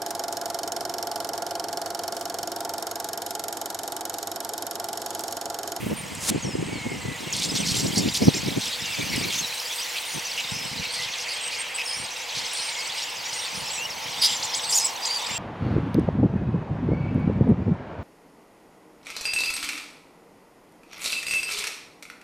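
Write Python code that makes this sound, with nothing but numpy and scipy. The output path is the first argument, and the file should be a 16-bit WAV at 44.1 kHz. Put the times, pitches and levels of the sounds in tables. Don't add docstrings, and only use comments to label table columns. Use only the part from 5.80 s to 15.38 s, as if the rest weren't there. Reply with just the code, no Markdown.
import sys
import numpy as np
from scipy import signal
from scipy.fft import rfft, irfft, next_fast_len
from scipy.io import wavfile

SR = 44100
rng = np.random.default_rng(int(sys.argv[2]) if len(sys.argv) > 2 else 0)


def master(y):
    cut = np.clip(np.atleast_2d(y).T, -1, 1)
    pcm = np.round(cut * 32767)
    wavfile.write(sys.argv[1], SR, pcm.astype(np.int16))


N = 422478


def from_db(db):
    return 10 ** (np.asarray(db) / 20)


def rms_one(x):
    return x / np.sqrt(np.mean(x ** 2) + 1e-20)


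def in_time(rows):
    times, *columns = np.transpose(rows)
    return [np.interp(np.arange(N) / SR, times, column) for column in columns]


def at_hz(points, hz):
    return np.interp(np.log(hz), np.log(np.array(points)[:, 0]), np.array(points)[:, 1])


def add(track, s, sound):
    start = int(np.clip(s * SR, 0, N - 1))
    track[start:start + len(sound)] += sound[:N - start]


def band(x, low_hz, high_hz):
    return signal.sosfilt(signal.butter(2, [low_hz, high_hz], "band", fs=SR, output="sos"), x)


def delayed(x, seconds):
    size = next_fast_len(N + 100)
    hz = np.arange(size // 2 + 1) * SR / size
    return irfft(rfft(x, size) * np.exp(-2j * np.pi * hz * seconds), size)[:N]


def drift(rate_hz):
    step = max(int(SR / rate_hz / 12), 1)
    pole = np.exp(-2 * np.pi * rate_hz * step / SR)
    noise = rng.standard_normal(N + 50)[:N // step + 50]
    slow = signal.lfilter([1], [1, -2 * pole, pole ** 2], noise)[48:]
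    return np.interp(np.arange(N) / step, np.arange(len(slow)), rms_one(slow))


def progress(length_s):
    return np.linspace(0, 1, max(int(length_s * SR), 64))


def piece(modulator, place, u):
    start = int(place * (N - len(u)))
    return modulator[start:start + len(u)]


def swell(u, edge):
    return np.sin(np.pi / 2 * np.clip(np.minimum(u, 1 - u) / edge, 0, 1)) ** 2


def stereo_noise(colour):
    # (frequency [Hz], correlation [0-1])
    likeness = [(60, 0.95), (200, 0.51), (800, 0.64), (1250, 0.47), (2000, 0.61), (3300, 0.86),
                (8000, 0.97)]
    size = next_fast_len(N)
    hz = np.maximum(np.arange(size // 2 + 1) * SR / size, 1)
    mid, side = rfft(rng.standard_normal((2, size)))
    alike = np.clip(at_hz(likeness, hz), 0, 1)
    spectrum = np.sqrt(1 + alike) * mid + np.sqrt(1 - alike) * side * [[1], [-1]]
    roll_off = (1 + (colour[0][0] / hz / 2) ** 2) * (1 + (hz / colour[-1][0] / 2) ** 2)
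    return rms_one(irfft(from_db(at_hz(colour, hz)) / roll_off * spectrum, size)[:, :N])


def far_traffic(level_db=-44):
    # (frequency [Hz], relative level [dB])
    colour = [(60, -15), (200, -18), (380, -13.5), (490, -5.5), (600, -5.5), (1000, -8), (1550, -8.5),
              (2100, -2.5), (4000, -52)]
    return from_db(level_db) * stereo_noise(colour)


def hum(hz=487, width_hz=22, level_db=-55):
    return from_db(level_db) * rms_one(band(rng.standard_normal(N), hz - width_hz / 2, hz + width_hz / 2))


def tyres(road_db=-47.5, car_db=-38, nearest_s=9.47, nearest_m=26, speed_m_per_s=26.4):
    # (frequency [Hz], relative level [dB])
    colour = [(400, -13.5), (650, -10), (900, 1), (1100, -6), (1400, -18), (3000, -48)]
    along_m = speed_m_per_s * (np.arange(N) / SR - nearest_s)
    car = from_db(car_db) * nearest_m / np.hypot(nearest_m, along_m)
    return np.hypot(from_db(road_db), car) * stereo_noise(colour)


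def leaves(trim_db=4.5, flicker_db=1.6):
    # (time [s], relative level [dB])
    rustle = [(0.0, -48.5), (0.64, -63.5), (1.41, -55), (1.97, -47.5), (2.88, -48.5), (3.92, -44.5),
              (5.41, -55), (6.3, -54.5), (8.78, -51), (9.58, -53)]
    # (frequency [Hz], relative level [dB])
    colour = [(1500, -3), (4000, -4), (8000, 1), (10500, 3), (13000, 1.5), (16000, -1)]
    return from_db(in_time(rustle)[0] + trim_db + flicker_db * drift(60)) * stereo_noise(colour)


def swish(end_s=.502, rush_s=.1, rush_db=-26, swell_db_per_s=108, snap_s=.018, snap_db=-26):
    # (frequency [Hz], relative level [dB])
    colour = [(300, 2), (1500, -1.5), (3000, -0.5), (7000, 6), (10000, 3), (16000, -13)]
    to_go_s = end_s - np.arange(N) / SR
    rush = from_db(rush_db - swell_db_per_s * np.maximum(to_go_s, 0)) / (1 + (to_go_s / rush_s) ** 10)
    snap = from_db(snap_db) / (1 + (to_go_s / snap_s) ** 10)
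    gate = np.exp(np.clip(to_go_s / .0012, -20, 0))
    roughness = from_db(drift(202))
    return (rush + snap) * gate * roughness * stereo_noise(colour)


def airflow_db(attack_s=.017, release_s=.014, build_db=1.5):
    # (time [s], level [dB])
    breeze = [(0, -42.5), (2.1, -39), (3.0, -45.5), (3.45, -40), (3.8, -70), (4.4, -61.5), (4.9, -43.5),
              (5.5, -63), (7.1, -66.5), (8.4, -46.5), (9.4, -65)]
    # (start [s], length [s], level [dB])
    gusts = [(0, .13, -29), (.31, .03, -35.5), (.505, 0.058, -24), (0.649, 0.032, -28), (0.738, .1, -29),
             (0.882, 0.083, -30.5), (1.064, 0.097, -29.5), (1.248, .05, -29), (1.432, 0.042, -35),
             (1.62, .38, -31.5), (2.031, 0.25, -28.5), (2.431, 0.056, -19.5), (2.54, 0.049, -31),
             (2.634, .15, -30), (3.187, 0.077, -31), (3.301, 0.2, -30.5), (3.518, 0.117, -39),
             (4.352, 0.028, -36.5), (4.723, 0.037, -35), (4.82, 0.033, -39), (4.918, .1, -39),
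             (6.179, 0.063, -44.5), (6.573, 0.076, -46), (7.73, 0.1, -45), (9.502, 0.046, -42)]
    t = np.arange(N) / SR
    power = from_db(in_time(breeze)[0]) ** 2
    for s, length, db in gusts:
        fade = np.maximum((s - t) / attack_s, 0) + np.maximum((t - s - length) / release_s, 0)
        active = fade < 10
        build = build_db * (np.clip((t[active] - s) / length, 0, 1) - .5)
        power[active] += (from_db(db + build) * np.exp(-fade[active])) ** 2
    return 10 * np.log10(power)


def diaphragm(pressure):
    return signal.sosfilt(signal.butter(2, 900, fs=SR, output="sos"), 1.1 * np.tanh(pressure / 1.1))


def wind(lumpy_db=6.5, crossing_s=.00082, eddy_cycles=.43, brisk_db=-38):
    # (frequency [Hz], relative level [dB])
    colour = [(20, -24), (50, -18), (100, -5.5), (190, -2), (290, -2.5), (420, -8), (700, -13.5),
              (1500, -33)]
    # (time [s], strength [dB], pitch [Hz])
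    strong_eddies = [(0.52, -17.5, 260), (0.547, -19, 312), (.754, -12, 372), (.788, -19, 260),
                     (0.827, -15.5, 350), (2.198, -16.5, 224), (2.261, -13.5, 256), (2.278, -17, 200),
                     (2.443, -22, 240), (2.458, -17, 238), (2.472, -8, 250), (2.483, 4.5, 307),
                     (2.775, -14.5, 313)]
    gust_db = airflow_db()
    lumps = stereo_noise(colour) * from_db(lumpy_db * np.clip(drift(48), -2, 2))
    rumble, flutter = rms_one(band(lumps, 40, 190)), rms_one(band(lumps, 108, 1500))
    eddies, t = np.zeros(N), np.arange(-SR // 50, SR // 50) / SR
    for s, db, hz in strong_eddies:
        envelope = from_db(db) * np.exp(-(t * hz / eddy_cycles) ** 2 / 2)
        add(eddies, s + t[0], envelope * np.sin(2 * np.pi * hz * t))
    brisk = 1 / (1 + from_db(brisk_db - gust_db))
    buffet = np.sqrt(1 - brisk) * rumble + np.sqrt(brisk) * flutter[::-1, ::-1]
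    left, right = from_db(gust_db) * buffet + eddies
    return diaphragm(np.array([left, delayed(right, crossing_s)]))


def ticks(decay_s=.0022, low_hz=7200, high_hz=10500):
    # (time [s], relative level [dB])
    hits = [(0.351, -12.5), (3.361, -11), (6.734, -11.5), (7.009, -19)]
    out, t = np.zeros(N), np.arange(SR // 50) / SR
    for (s, db), grit in zip(hits, rng.standard_normal((len(hits), len(t)))):
        add(out, s, from_db(db) * grit * np.exp(-t / decay_s) / 2)
    return band(out + 1e-18, low_hz, high_hz)


def field_echo(calls, echo_db=-12.5, t60_s=.15, width=.118, left_lag_s=5e-6):
    t = np.arange(SR // 2) / SR
    mid, side = band(rng.standard_normal((2, len(t))), 420, 13500)
    tail = (mid + width * side * [[1], [-1]]) * from_db(-60 * t / t60_s) * (t > .003)
    tail = tail / np.sqrt(np.sum(tail ** 2) / 2)
    echo = signal.fftconvolve(calls[None], tail, axes=1)[:, :N]
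    return np.array([delayed(calls, left_lag_s), calls]) + from_db(echo_db) * echo


def syrinx(hz, loudness, overtone_db):
    phase = 2 * np.pi * np.cumsum(hz) / SR
    octave = from_db(overtone_db) / (1 + (hz / 6500) ** 6) * (hz < SR / 4)
    return rms_one(loudness * (np.sin(phase) + octave * np.sin(2 * phase)))


def twitter(count=70, low_hz=5600, high_hz=9400, slide=.06, ragged=.0187, spread_db=7):
    out, shake = np.zeros(N), drift(90)
    for when, pitch, long, slope, size, place in rng.random((count, 6)):
        u = progress(.0246 + .0654 * long)
        bend = slide * (2 * slope - 1) * (2 * u - 1) + ragged * piece(shake, place, u)
        hz = low_hz * (high_hz / low_hz) ** pitch * np.exp(bend)
        note = syrinx(hz, swell(u, edge=.32), overtone_db=-25)
        add(out, when * N / SR, from_db(spread_db * (size - 1)) * note)
    return out


def babble(low_hz, high_hz, slide, harsh, count):
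    out, chaos = np.zeros(N), drift(614)
    for k, (when, pitch, long, slope, arch, rough, size, place) in enumerate(rng.random((count, 8))):
        u = progress(.01 + .05 * long ** 3)
        bend = slide * ((2 * slope - 1) * (2 * u - 1) - (arch - .3) * (2 * u - 1) ** 2)
        jitter = harsh * (.5 + rough) * piece(chaos, place, u)
        hz = low_hz * (high_hz / low_hz) ** pitch * np.exp(bend + jitter)
        envelope = from_db(15 * size ** 3 * (1 - long / 2)) * u * (1 - u)
        add(out, (k + when) / count * N / SR, envelope * np.sin(2 * np.pi * np.cumsum(hz) / SR))
    return rms_one(out)


def flock(surge_db=.77):
    # (time [s], low chucks [dB], middle chatter [dB], high squeaks [dB])
    faders = [(0.0, -43.5, -45.5, -50), (0.48, -44, -44.5, -42.5), (1.39, -41, -42.5, -45),
              (1.79, -40.5, -35, -38), (2.67, -40, -36.5, -43.5), (3.36, -37, -34.5, -43),
              (3.76, -40.5, -34.5, -43.5), (5.36, -38.5, -36.5, -45), (5.74, -34.5, -38, -44.5),
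              (6.46, -40.5, -37, -45.5), (6.72, -38, -34.5, -42), (8.32, -42, -35.5, -45),
              (8.48, -42, -34.5, -42), (8.94, -42, -35.5, -51), (9.1, -42, -36, -46),
              (9.58, -37.5, -36, -42.5)]
    # (centre [s], length [s], depth [dB])
    lulls = [(5.93, 0.13, 0.5), (6.467, 0.063, 3.5), (7.363, 0.15, 4.5), (8.114, 0.24, 4.5),
             (9.166, 0.091, 3.5)]
    t = np.arange(N) / SR
    low, middle, high = (from_db(db + surge_db * drift(4)) for db in in_time(faders))
    lull = from_db(-sum(depth / (1 + (2 * (t - s) / length) ** 4) for s, length, depth in lulls))
    middle, high = middle * lull, high * lull
    chucks = babble(2000, 3300, slide=.0925, harsh=.057, count=1200)
    chatter = babble(3300, 6300, slide=.0993, harsh=.0457, count=1200)
    squeaks = babble(6400, 8700, slide=.052, harsh=.0296, count=600)
    voices = low * chucks + middle * chatter + high * (from_db(-.5) * squeaks + from_db(-4.5) * twitter())
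    voices *= np.sqrt(middle / middle.max())
    low_wash = low * stereo_noise([(1300, -7), (1900, -2), (2700, 4), (3300, .5), (4500, -80)])
    middle_wash = middle * stereo_noise([(2400, -2), (3400, 1.5), (5000, -1), (6400, -3.5), (8500, -45)])
    high_wash = high * stereo_noise([(5000, -26), (6600, 6), (8200, 6), (10000, -3), (13000, -57)])
    return voices, from_db(-1.6) * low_wash + from_db(-2.23) * middle_wash + from_db(-3.5) * high_wash


def trill(start_s=6.055, length_s=.11, pitch_hz=5100, level_db=-34, pips_per_s=60, dip=.09, flick=.019):
    out, u = np.zeros(N), progress(length_s)
    pips = np.sin(np.pi * pips_per_s * length_s * u) ** 2
    hz = pitch_hz * (1 + dip * (2 * u - 1) ** 2 + flick * (pips - 1))
    add(out, start_s, from_db(level_db) * syrinx(hz, pips * swell(u, edge=.08), overtone_db=-25))
    return out


def chips(hoarse=.011, top_buzz_hz=1350, buzz=.69):
    # (time [s], length [s], top pitch [Hz], level [dB])
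    calls = [(1.638, 0.038, 7750, -33), (1.762, 0.034, 7030, -35), (1.89, .032, 7040, -37),
             (2.062, 0.038, 7200, -33.5), (2.176, 0.02, 8000, -25.5), (2.284, 0.021, 5000, -29),
             (2.533, .066, 7450, -32.5), (7.218, 0.029, 7120, -35), (7.526, .039, 7120, -35),
             (8.623, 0.045, 7270, -30), (8.737, 0.057, 7980, -29), (9.248, .04, 7660, -29.5)]
    out, shake = np.zeros(N), drift(700)
    for (s, length, top, db), place in zip(calls, rng.random(len(calls))):
        u = progress(length)
        arch = np.interp(u, [0, .14, .33, .6, 1], [.45, .62, 1, .98, .85])
        hz = top * arch * (1 + hoarse * piece(shake, place, u))
        loudness = np.interp(u, [0, .13, .35, .7, 1], [0, 1, .45, .5, 0])
        loudness *= 1 + buzz * np.sin(2 * np.pi * top_buzz_hz * np.cumsum(arch) / SR)
        add(out, s, from_db(db) * syrinx(hz, loudness, overtone_db=-19))
    return out


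def throat(sound, hz, q=1.8, ring=.48):
    b, a = signal.iirpeak(hz, q, fs=SR)
    return rms_one(sound + ring * signal.lfilter(b, a, sound))


def rasps(mean_pulse_hz=110, pulse_db=1.5, rough_db=2.5, scatter=.85, grit=.42):
    # (time [s], length [s], pitch [Hz], level [dB], pitch spread [relative])
    calls = [(1.529, 0.099, 4940, -32, 0.41), (1.617, 0.047, 5170, -28.5, 0.49),
             (1.753, 0.03, 4960, -27.5, 0.33), (1.854, 0.084, 4940, -28.5, 0.33),
             (1.94, .089, 4750, -29, 0.4), (2.16, 0.041, 5200, -26.5, 0.17),
             (2.341, 0.041, 5160, -26, 0.42), (2.42, .046, 5550, -34.5, 0.088),
             (2.805, .1, 4580, -35, 0.37), (2.904, .064, 3780, -34.5, .15),
             (3.214, 0.023, 2300, -32.5, .06), (3.321, 0.057, 2170, -33, .15),
             (3.497, 0.063, 3470, -32, 0.26), (3.521, 0.1, 6170, -33.5, 0.16),
             (4.159, 0.03, 2900, -32, 0.27), (4.576, 0.038, 2730, -29.5, 0.11),
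             (5.018, 0.045, 2590, -32.5, .17), (5.128, 0.15, 4620, -35, 0.27), (5.38, .064, 5250, -36, .18),
             (5.484, .059, 4670, -33.5, .08), (5.708, .062, 4700, -36, 0.21),
             (5.979, 0.05, 2510, -29, 0.098), (6.546, 0.068, 3890, -33, 0.29),
             (6.766, .048, 4500, -36, .12), (7.157, 0.096, 3720, -36.5, .34),
             (8.416, .06, 4927, -20, 0.073), (8.426, .05, 3790, -24.5, .13),
             (8.475, .083, 4870, -35, 0.072), (8.469, 0.088, 3290, -31, 0.11),
             (8.903, 0.13, 6500, -27, 0.23)]
    out, chaos, flicker, wander = np.zeros(N), drift(450), drift(390), drift(57.6)
    crackle = rms_one(band(rng.standard_normal(N), 2200, 10300))
    loudest_db = max(call[3] for call in calls)
    for (s, length, pitch, db, spread), (a, b) in zip(calls, rng.random((len(calls), 2))):
        u = progress(length + .012)
        pulses = np.sin(2 * np.pi * mean_pulse_hz * (.6 + .8 * b) * length * u + piece(wander, a, u))
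        hz = pitch * np.exp(scatter * spread * (piece(chaos, a, u) + .5 * pulses))
        loudness = swell(u ** .76, edge=.27) * from_db(pulse_db * pulses + rough_db * piece(flicker, b, u))
        nearness = np.sqrt(from_db(db - loudest_db))
        loudness *= 1 + grit * nearness * piece(crackle, b, u)
        add(out, s - .005, from_db(db) * throat(syrinx(hz, loudness, overtone_db=-8.5), pitch))
    return band(out + 1e-18, 1870, 13700)


def whistle(glide, db, warble, modulators, places, unsteady_db=2, buzz_hz=2400, buzz=3.1):
    (shake, flicker), (a, b) = modulators, places
    t = np.arange(len(glide)) / SR
    warble_hz = 73 + 50 * b
    flutter = np.sin(2 * np.pi * (warble_hz * t + a))
    tremble = piece(shake, a, t)
    hz = glide * (1 + warble * (flutter + tremble) / 3 + .0039 * tremble + .006 * piece(flicker, a, t))
    tremolo_db = unsteady_db * piece(flicker, b, t) + 120 * warble * flutter
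    loudness = swell(t / t[-1], edge=.11) * from_db(tremolo_db)
    loudness *= 1 + buzz * from_db(db) * np.sin(2 * np.pi * buzz_hz * t + tremble)
    return from_db(db) * syrinx(hz, loudness, overtone_db=db + 13)


def whistles(arch_warble=.021, slur_warble=.017, top_share=.42):
    # (time [s], length [s], top pitch [Hz], level [dB], end sag [share of pitch])
    arches = [(.163, .058, 9020, -39.5, .07), (1.688, 0.026, 5240, -31, .1), (1.964, 0.034, 7500, -32, .1),
              (3.923, .11, 8350, -41, .09), (4.245, 0.13, 9220, -41.5, 0.089),
              (4.447, 0.032, 6040, -35.5, .06), (4.719, 0.23, 5170, -41, .06),
              (5.108, 0.053, 8600, -39, .04), (5.532, 0.023, 8500, -39, .1),
              (5.604, 0.091, 8330, -36, 0.023), (5.782, 0.042, 8530, -33.5, .02),
              (5.943, .03, 8000, -32.5, .02), (6.023, 0.25, 9120, -40.5, 0.12), (6.72, .2, 8850, -39, .03),
              (7.52, 0.15, 8680, -40, 0.018), (7.749, 0.072, 9200, -42.5, .05),
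              (7.894, .12, 7930, -37, 0.19), (8.466, .11, 7400, -36, .03), (8.8, 0.28, 8200, -37.5, .07),
              (8.894, 0.025, 7380, -28, .02), (8.947, 0.045, 7100, -20.5, 0.12),
              (9.041, 0.032, 7850, -23, .15), (9.212, 0.092, 4860, -34, .1),
              (9.297, 0.09, 4750, -28.5, 0.062), (9.5, 0.13, 7500, -35.5, 0.1)]
    # (time [s], length [s], start pitch [Hz], end pitch [Hz], level [dB])
    slurs = [(.621, 0.053, 7000, 5200, -37), (0.676, 0.078, 5650, 4950, -43),
             (0.879, 0.28, 2276, 2136, -42.5), (.921, 0.091, 4800, 4000, -47),
             (1.081, 0.3, 2125, 1945, -45.5), (1.525, 0.018, 7700, 4380, -27.5),
             (2.459, 0.051, 5500, 3650, -35), (3.029, 0.13, 2930, 2600, -38),
             (3.58, .032, 5980, 6500, -29.5), (3.606, 0.054, 4550, 3740, -32.5),
             (5.144, 0.19, 1890, 2144, -43), (6.951, .12, 2120, 2255, -40.5),
             (6.962, .063, 6730, 4180, -38), (7.975, 0.098, 2600, 2930, -34),
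             (8.008, 0.056, 6450, 5300, -38.5), (8.099, 0.042, 6000, 4160, -36.5),
             (8.923, 0.028, 4570, 5750, -24), (9.002, 0.058, 5030, 5170, -29.5)]
    out, modulators = np.zeros(N), (drift(280), drift(45))
    for (s, length, top, db, sag), places in zip(arches, rng.random((len(arches), 2))):
        glide = top * (1 - sag * ((progress(length) - top_share) / (1 - top_share)) ** 2)
        add(out, s, whistle(glide, db, arch_warble, modulators, places))
    for (s, length, first, last, db), places in zip(slurs, rng.random((len(slurs), 2))):
        glide = first * (last / first) ** (progress(length) ** .8)
        add(out, s, whistle(glide, db, slur_warble, modulators, places))
    return out


def scene():
    voices, wash = flock()
    near = whistles() + trill() + rasps() + chips() + ticks()
    bed = far_traffic() + leaves()
    outdoors = field_echo(near + voices) + wash + bed + hum() + tyres() + swish()
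    lean_right = from_db([[-.25], [.25]])
    return outdoors * lean_right + wind()


def record(dry, cutoff_hz=15900):
    return signal.sosfilt(signal.ellip(10, .1, 80, cutoff_hz, fs=SR, output="sos"), np.clip(dry, -1, 1))


dry = scene()
out = record(dry)
master(out)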